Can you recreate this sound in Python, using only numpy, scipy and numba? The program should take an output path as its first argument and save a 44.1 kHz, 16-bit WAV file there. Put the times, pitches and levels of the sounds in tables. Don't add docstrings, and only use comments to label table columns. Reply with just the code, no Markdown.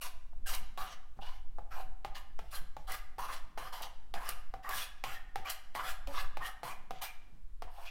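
import sys
import numpy as np
from scipy import signal
from scipy.fft import rfft, irfft
from scipy.io import wavfile
from scipy.ndimage import uniform_filter1d
from numba import njit

SR = 44100
rng = np.random.default_rng(int(sys.argv[2]) if len(sys.argv) > 2 else 0)


def natural_amplitude(level_db):
    exponent = np.asarray(level_db, float) / 20
    return 10 ** exponent


def unload_wav(signal):
    wavfile.write(
        sys.argv[1],
        SR,
        np.round(np.clip(np.atleast_2d(signal).T, -1, 1) * 32767).astype(np.int16),
    )


N = 348588
T = np.arange(N) / SR

# pitch_hz, level_db
RUMBLE_COLOUR = [(1.5, -1), (4, 11), (9, 7.5), (17, -4.5), (27, -12), (45, -16), (91, -36.5), (184, -52),
                 (300, -50.5), (600, -100)]
# pitch_hz, level_db
AIR_COLOUR = [(210, -43), (350, -2), (733, -8), (1020, -2), (5930, -15.5), (9070, -15.5), (15000, -19)]
# pitch_hz, t60_s, level_db
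ROOM_BANDS = [(390, 0.36, -3.5), (740, 0.67, -4.5), (1600, 0.65, -4.5), (2800, 0.61, -7.5),
              (5370, 0.6, -11), (8800, 0.35, -10), (14700, 0.21, -28)]
# start_s, level_db (before the swell)
SOFT_BUMPS = [(0.599, -62.5), (1.16, -57), (1.849, -63), (2.602, -60.5), (4.74, -59.5), (7.32, -63)]
# pitch_hz (lower partial), level_db, t60_s
TABLE_CREAK = (280, -40, 0.19)
# start_s, level_db, length_s, pitch_hz
BLADE_SQUEAKS = [(0.456, -49, .025, 1590), (0.524, -59, .05, 2830), (1.256, -58, .05, 2930),
                 (1.712, -49.5, .03, 1280), (2.528, -54, .03, 1600), (2.538, -50.5, .03, 4110),
                 (2.55, -53, .04, 3200), (2.891, -50, .06, 2020), (2.923, -54, .05, 1720),
                 (3.815, -53, .03, 2750), (4.16, -46, .04, 1670), (4.626, -52.5, .06, 1850),
                 (4.698, -46, .06, 1670), (4.767, -47.5, .05, 2900), (4.81, -45, .04, 3376),
                 (5.139, -52.5, .05, 1850), (5.45, -47.5, .025, 2350), (5.796, -39, .03, 1280),
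                 (5.872, -43.5, .04, 1380), (6.168, -48.5, .05, 1660), (6.412, -45, .08, 1840),
                 (6.695, -49, .04, 2370), (7.024, -53.5, .11, 2386), (7.029, -61, .07, 2800),
                 (7.862, -53, .04, 2570)]
# start_s, level_db (at the onset)
TIP_FLICKS = [(0.549, -32.5), (2.9192, -35.5), (3.821, -42), (4.2902, -28), (4.6914, -35), (5.5003, -29),
              (7.0207, -40)]
# (over the knock, before CLICK_LIFT_DB)
LANDINGS = [(0.331, -52, -37), (0.46, -56, -1), (0.776, -34.5, -10.5), (1.19, -39.5, -40),
            (1.585, -34, -26), (2.048, -27.5, -16), (2.391, -33, -15), (2.767, -34, -18),
            (3.183, -34, -15.5), (3.576, -30, -15.5), (3.812, -40, -10), (4.14, -32, -9),
            (4.29, -37.5, -0.5), (4.539, -31, -20.5), (4.691, -40, -7), (5.039, -28, -7),
            (5.358, -27.5, -12.5), (5.499, -47, 3), (5.751, -29.5, -12), (6.073, -38.5, -4.5),
            (6.371, -29.5, -14.5), (6.632, -30, -15), (6.908, -28, -17), (7.622, -31, -15.5)]
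# pitch_hz, level_db
CLICK_COLOUR = [(1200, -1), (2500, 6), (5000, -3), (8000, -12), (12000, -10), (16000, -14)]
# pitch_hz, level_db, t60_s
CANVAS_MODES = [(402, -50, 0.03), (531, -8.5, 0.26), (580, -22, 0.074), (780, -39, 0.042),
                (761.7, 7.5, 0.19), (807, 3.5, 0.077), (844, 6.5, 0.16), (1004, -18.5, 0.17),
                (1079, 2.5, 0.12), (1240, 5, 0.049), (1500, -30, 0.018), (1720, 3, 0.023)]
# pitch_hz, level_db
SCRAPE_COLOUR = [(500, -10), (1200, -4.5), (2000, -3.5), (2900, 0), (4200, -7), (6000, -10.5),
                 (8000, -21.5), (12000, -56)]
# pitch_hz, level_db
HISS_COLOUR = [(4000, -3.5), (6500, -8.5), (8500, -4.5), (11000, -1.5), (13500, -2), (15500, -2)]
# start_s, length_s, start_level_db, lift_level_db, hiss_db (over the scrape)
EDGE_DRAGS = [(.01, 0.051, -43.5, -47.5, -2), (0.459, 0.093, -46, -44, -1), (0.772, 0.074, -50.5, -53, -4),
              (0.852, 0.076, -60, -51, -15.5), (1.208, 0.062, -59, -51.5, -14),
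              (1.283, 0.079, -63, -63, -13), (1.704, 0.11, -61.5, -56, -5),
              (2.144, 0.035, -51, -50.5, -8.5), (2.403, .09, -70, -73, -7.5),
              (2.506, 0.052, -60, -45.5, -2), (2.78, 0.084, -71, -77, -7), (2.869, 0.075, -55.5, -43.5, -4),
              (3.181, 0.075, -50, -50, -5.5), (3.275, 0.063, -61, -44.5, -6), (3.575, 0.11, -48, -58.5, -6),
              (3.722, 0.077, -47, -55, -5.5), (3.814, 0.018, -52, -42.5, -9.5),
              (4.137, 0.067, -49.5, -59.5, -7), (4.201, 0.1, -62, -44, -5.5),
              (4.626, 0.055, -63.5, -56, -7), (4.688, 0.07, -53.5, -41.5, -1.5),
              (4.761, 0.072, -45.5, -43.5, -4), (5.035, 0.11, -50, -50, -6),
              (5.375, 0.066, -63, -68.5, -11), (5.445, 0.047, -52, -47, -9),
              (5.493, 0.0074, -35, -39, -1.5), (5.744, 0.077, -46, -55.5, -5),
              (5.826, 0.08, -53.5, -43.5, -4), (6.076, 0.13, -63.5, -44.5, -5),
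              (6.402, .065, -66, -45.5, -4), (6.63, 0.084, -48, -52, -4.5), (6.927, 0.06, -65, -61, -17),
              (7.012, 0.033, -44.5, -43.5, -2), (7.696, 0.14, -73, -59.5, -4),
              (7.85, 0.027, -47.5, -51, -16)]
# start_s, length_s, start_level_db, start_pitch_hz, end_pitch_hz
BLADE_PRESSES = [(.01, 0.059, -48.5, 1190, 1020), (.457, 0.038, -49, 1580, 1240),
                 (0.509, 0.055, -48, 930, 970), (0.775, 0.082, -45.5, 1020, 1280),
                 (.87, 0.059, -58, 1170, 1110), (1.211, 0.12, -53.5, 760, 1110),
                 (1.706, 0.052, -49.5, 1360, 1150), (1.763, 0.048, -47, 880, 835),
                 (2.146, 0.056, -56, 1150, 1030), (2.52, 0.065, -49, 1240, 1080),
                 (2.875, 0.074, -43.5, 1150, 1210), (3.181, 0.079, -42.5, 970, 1110),
                 (3.281, 0.059, -45.5, 1150, 1140), (3.57, 0.12, -47, 990, 1230),
                 (3.72, 0.052, -48, 1030, 960), (3.796, 0.067, -47.5, 830, 860),
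                 (4.147, 0.066, -45, 740, 980), (4.213, 0.1, -48.5, 985, 1210),
                 (4.638, 0.071, -45.5, 1230, 1090), (4.69, 0.13, -47, 1190, 1260),
                 (5.037, 0.094, -48.5, 900, 1470), (5.442, 0.072, -46.5, 1190, 1100),
                 (5.75, 0.084, -40, 1050, 1120), (5.835, 0.067, -48, 1290, 1250),
                 (6.077, 0.047, -52, 845, 790), (6.135, .11, -45.5, 1160, 1160),
                 (6.40, 0.096, -45, 1120, 1260), (6.635, 0.079, -43, 870, 1170),
                 (7.007, 0.033, -48.5, 844, 860), (7.665, 0.086, -60, 1060, 870),
                 (7.775, .07, -52.5, 840, 880), (7.853, 0.032, -70, 970, 1150)]

RUMBLE_START_DB, RUMBLE_SAG_DB_PER_S, RUMBLE_SWELL_DB = -33.5, .6, 3
AIR_DB = -77
THUD_DB, THUD_HZ, THUD_SCATTER = -27.5, 115.6, 0.21
BUMP_HZ = 148.6
CREAK_START_S = 6.073
FLICK_T60_S = 0.023
KNOCK_DAMPING = .2
CLICK_LIFT_DB = 3.0
BITE_S = 0.011
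DRAG_LIFT_DB_PER_S, PRESS_LIFT_DB_PER_S = 356, 506
PRESS_SAG_DB_PER_S = 36
TOP_HZ = 15900


def unit(x):
    return x / np.sqrt(np.mean(x ** 2))


def colour(x, points):
    hz, db = np.transpose(points)
    f = np.fft.rfftfreq(len(x), 1 / SR)
    gain_db = np.interp(np.log(f + 1), np.log(hz), db, left=-90)
    return irfft(rfft(x) * natural_amplitude(gain_db), len(x))


@njit
def svf(x, hz, width):
    y, band, low = np.empty(len(x)), 0., 0.
    for i in range(len(x)):
        g, k = np.tan(np.pi * hz[i] / SR), width / hz[i]
        v = (band + g * (x[i] - low)) / (1 + g * (g + k))
        band, low, y[i] = 2 * v - band, low + 2 * g * v, k * v
    return y


def walk(rate):
    k = int(SR / rate)
    held = np.repeat(rng.standard_normal(N // k + 1), k)
    slewed = uniform_filter1d(uniform_filter1d(held, k), k)
    return unit(slewed[:N])


def background():
    deep_db = RUMBLE_START_DB - RUMBLE_SAG_DB_PER_S * T + RUMBLE_SWELL_DB * walk(2.7)
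    rumble = unit(colour(rng.standard_normal(N), RUMBLE_COLOUR)) * natural_amplitude(deep_db)
    murmur = unit(svf(rng.standard_normal(N), np.full(N, 190.), 104.0)) * natural_amplitude(-74.5 + 4.2 * walk(5))
    air = natural_amplitude(AIR_DB) * unit(colour(rng.standard_normal(N), AIR_COLOUR))
    return rumble + murmur + air


def tail():
    t, out = np.arange(SR) / SR, 0
    for hz, t60, db in ROOM_BANDS:
        skirts = [(hz / 2, -30), (hz / 1.33, -3), (hz, 0), (hz * 1.41, -3), (hz * 2, -30)]
        band = colour(rng.standard_normal(SR), skirts)
        out = out + band * natural_amplitude(db - 60 * t / t60) / np.sqrt(t60 * SR / np.log(1e6))
    return out * np.minimum(t / .008, 1)


def room(x, count=5):
    place = (T / .03) % count
    out = 0
    for k in range(count):
        distance = np.abs((place - k + count / 2) % count - count / 2)
        share = np.maximum(1 - distance, 0)
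        out = out + signal.fftconvolve(x * np.sqrt(share), tail())[:N]
    return out


def bumps():
    out, t = np.zeros(N + SR), np.arange(SR // 4) / SR
    pitch = THUD_HZ * np.exp(THUD_SCATTER * rng.standard_normal(len(LANDINGS)))
    thuds = [(s, db + THUD_DB, hz) for (s, db, _), hz in zip(LANDINGS, pitch)]
    swell = t / 0.026 * np.exp(1 - t / 0.023)
    for s, db, hz in thuds + [(s, db, BUMP_HZ) for s, db in SOFT_BUMPS]:
        rough = unit(svf(rng.standard_normal(len(t)), np.full(len(t), 1. * hz), 64.0))
        body = np.sin(2 * np.pi * hz * t) + 0.81 * rough
        out[int(s * SR):][:len(t)] += natural_amplitude(db) * swell * body
    return out[:N]


def creak():
    hz, db, t60 = TABLE_CREAK
    t = np.maximum(T - CREAK_START_S, 0)
    tone = .4 * np.sin(2 * np.pi * hz * t) + np.sin(4 * np.pi * hz * t)
    return natural_amplitude(db - 60 * t / t60) * np.minimum(t / 0.011, 1) * tone


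def squeaks():
    out = np.zeros(N + SR)
    for s, db, length, hz in BLADE_SQUEAKS:
        n = int(length * SR)
        tone = unit(svf(rng.standard_normal(SR // 4), np.full(SR // 4, 1. * hz), 61.0))[-n:]
        out[int(s * SR):][:n] += natural_amplitude(db) * signal.windows.tukey(n, .6) * tone
    return out[:N]


def flicks():
    out, t = np.zeros(N + SR), np.arange(SR // 10) / SR
    for s, db in TIP_FLICKS:
        spit = unit(colour(rng.standard_normal(len(t)), HISS_COLOUR))
        out[int(s * SR):][:len(t)] += natural_amplitude(db - 60 * t / FLICK_T60_S) * spit
    return out[:N]


def ring(modes, length_s=.25):
    t = np.arange(int(length_s * SR)) / SR
    return sum(natural_amplitude(db - 60 * t / t60) * np.sin(2 * np.pi * hz * t) for hz, db, t60 in modes)


def taps():
    out, t = np.zeros(N + SR), np.arange(SR // 4) / SR
    spots = rng.standard_normal((len(LANDINGS), len(CANVAS_MODES), 2))
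    gaps_s = rng.uniform(0.0023, 0.00595, len(LANDINGS))
    push = np.diff(np.hanning(int(0.00083 * SR)))
    click_fade = natural_amplitude(-60 * t / 0.006) + natural_amplitude(-11 - 60 * t / 0.15)
    for (s, db, click_db), spot, gap_s in zip(LANDINGS, spots, gaps_s):
        modes = [(hz * (1 + 0.018 * shift), mode_db + 2.35 * weight, KNOCK_DAMPING * t60)
                 for (hz, mode_db, t60), (weight, shift) in zip(CANVAS_MODES, spot)]
        knock = np.convolve(ring(modes), push)[:len(t)]
        knock = knock + 0.7 * np.roll(knock, int(gap_s * SR))
        knock = knock / np.abs(knock).max()
        click = unit(colour(rng.standard_normal(len(t)), CLICK_COLOUR)) * click_fade
        out[int(s * SR):][:len(t)] += natural_amplitude(db) * (knock + natural_amplitude(click_db + CLICK_LIFT_DB) * click)
    return out[:N]


def grit(spread_db):
    return unit(rng.standard_normal(N) * natural_amplitude(spread_db * rng.exponential(size=N)))


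def patchy(x, points, spread_db):
    lowest, highest = points[0][0], points[-1][0]
    out = 0
    for hz in lowest * 2 ** np.arange(0, np.log2(highest / lowest), 1 / 4):
        band = svf(x, hz * (1 + .03 * walk(12)), hz / 8)
        out = out + band * natural_amplitude(spread_db * walk(30))
    return unit(colour(out, points))


def contact(s, length, from_db, to_db, lift_db_per_s):
    t = T - s
    db = np.interp(t, [0, length], [from_db, to_db]) - lift_db_per_s * np.maximum(t - length, 0)
    return np.clip(t / BITE_S, 0, 1) * natural_amplitude(db)


def chatter(slips):
    grip = np.array(sorted(point for s, length, _, from_hz, to_hz in BLADE_PRESSES
                           for point in ((s, from_hz), (s + length, to_hz))))
    flex_hz = np.interp(T, *grip.T) * (1 + .02 * walk(40))
    blade = svf(svf(slips, flex_hz, 170.), flex_hz, 500.) * natural_amplitude(1.3 * walk(90))
    skin = signal.fftconvolve(slips, ring(CANVAS_MODES))[:N]
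    rasp = svf(svf(slips, 1.19 * flex_hz, 1220.0), 1.14 * flex_hz, 1700.0)
    return unit(unit(blade) + natural_amplitude(-3.0) * unit(skin) + natural_amplitude(-5.0) * unit(rasp))


def strokes():
    drags = [contact(s, length, from_db, to_db, DRAG_LIFT_DB_PER_S)
             for s, length, from_db, to_db, _ in EDGE_DRAGS]
    fine = sum(force * natural_amplitude(row[-1]) for force, row in zip(drags, EDGE_DRAGS))
    press = sum(contact(s, length, db, db - PRESS_SAG_DB_PER_S * length, PRESS_LIFT_DB_PER_S)
                for s, length, db, _, _ in BLADE_PRESSES)
    slips = grit(2.4) * natural_amplitude(1.57 * walk(70))
    scrape = patchy(slips, SCRAPE_COLOUR, 3.3)
    hiss = patchy(grit(2.5), HISS_COLOUR, 1.8)
    return sum(drags) * scrape + press * chatter(slips) + fine * hiss


def scene():
    near = strokes() + squeaks() + taps() + flicks() + creak()
    return (near + room(near) + bumps() + background())[None]


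def top_cut(x):
    return signal.sosfilt(signal.butter(12, 16500, fs=SR, output="sos"), x)


def record(dry):
    low_pass = signal.ellip(8, .2, 50, TOP_HZ, fs=SR, output="sos")
    mix = signal.sosfilt(low_pass, dry)
    return top_cut(mix)


dry = scene()
out = record(dry)
unload_wav(out)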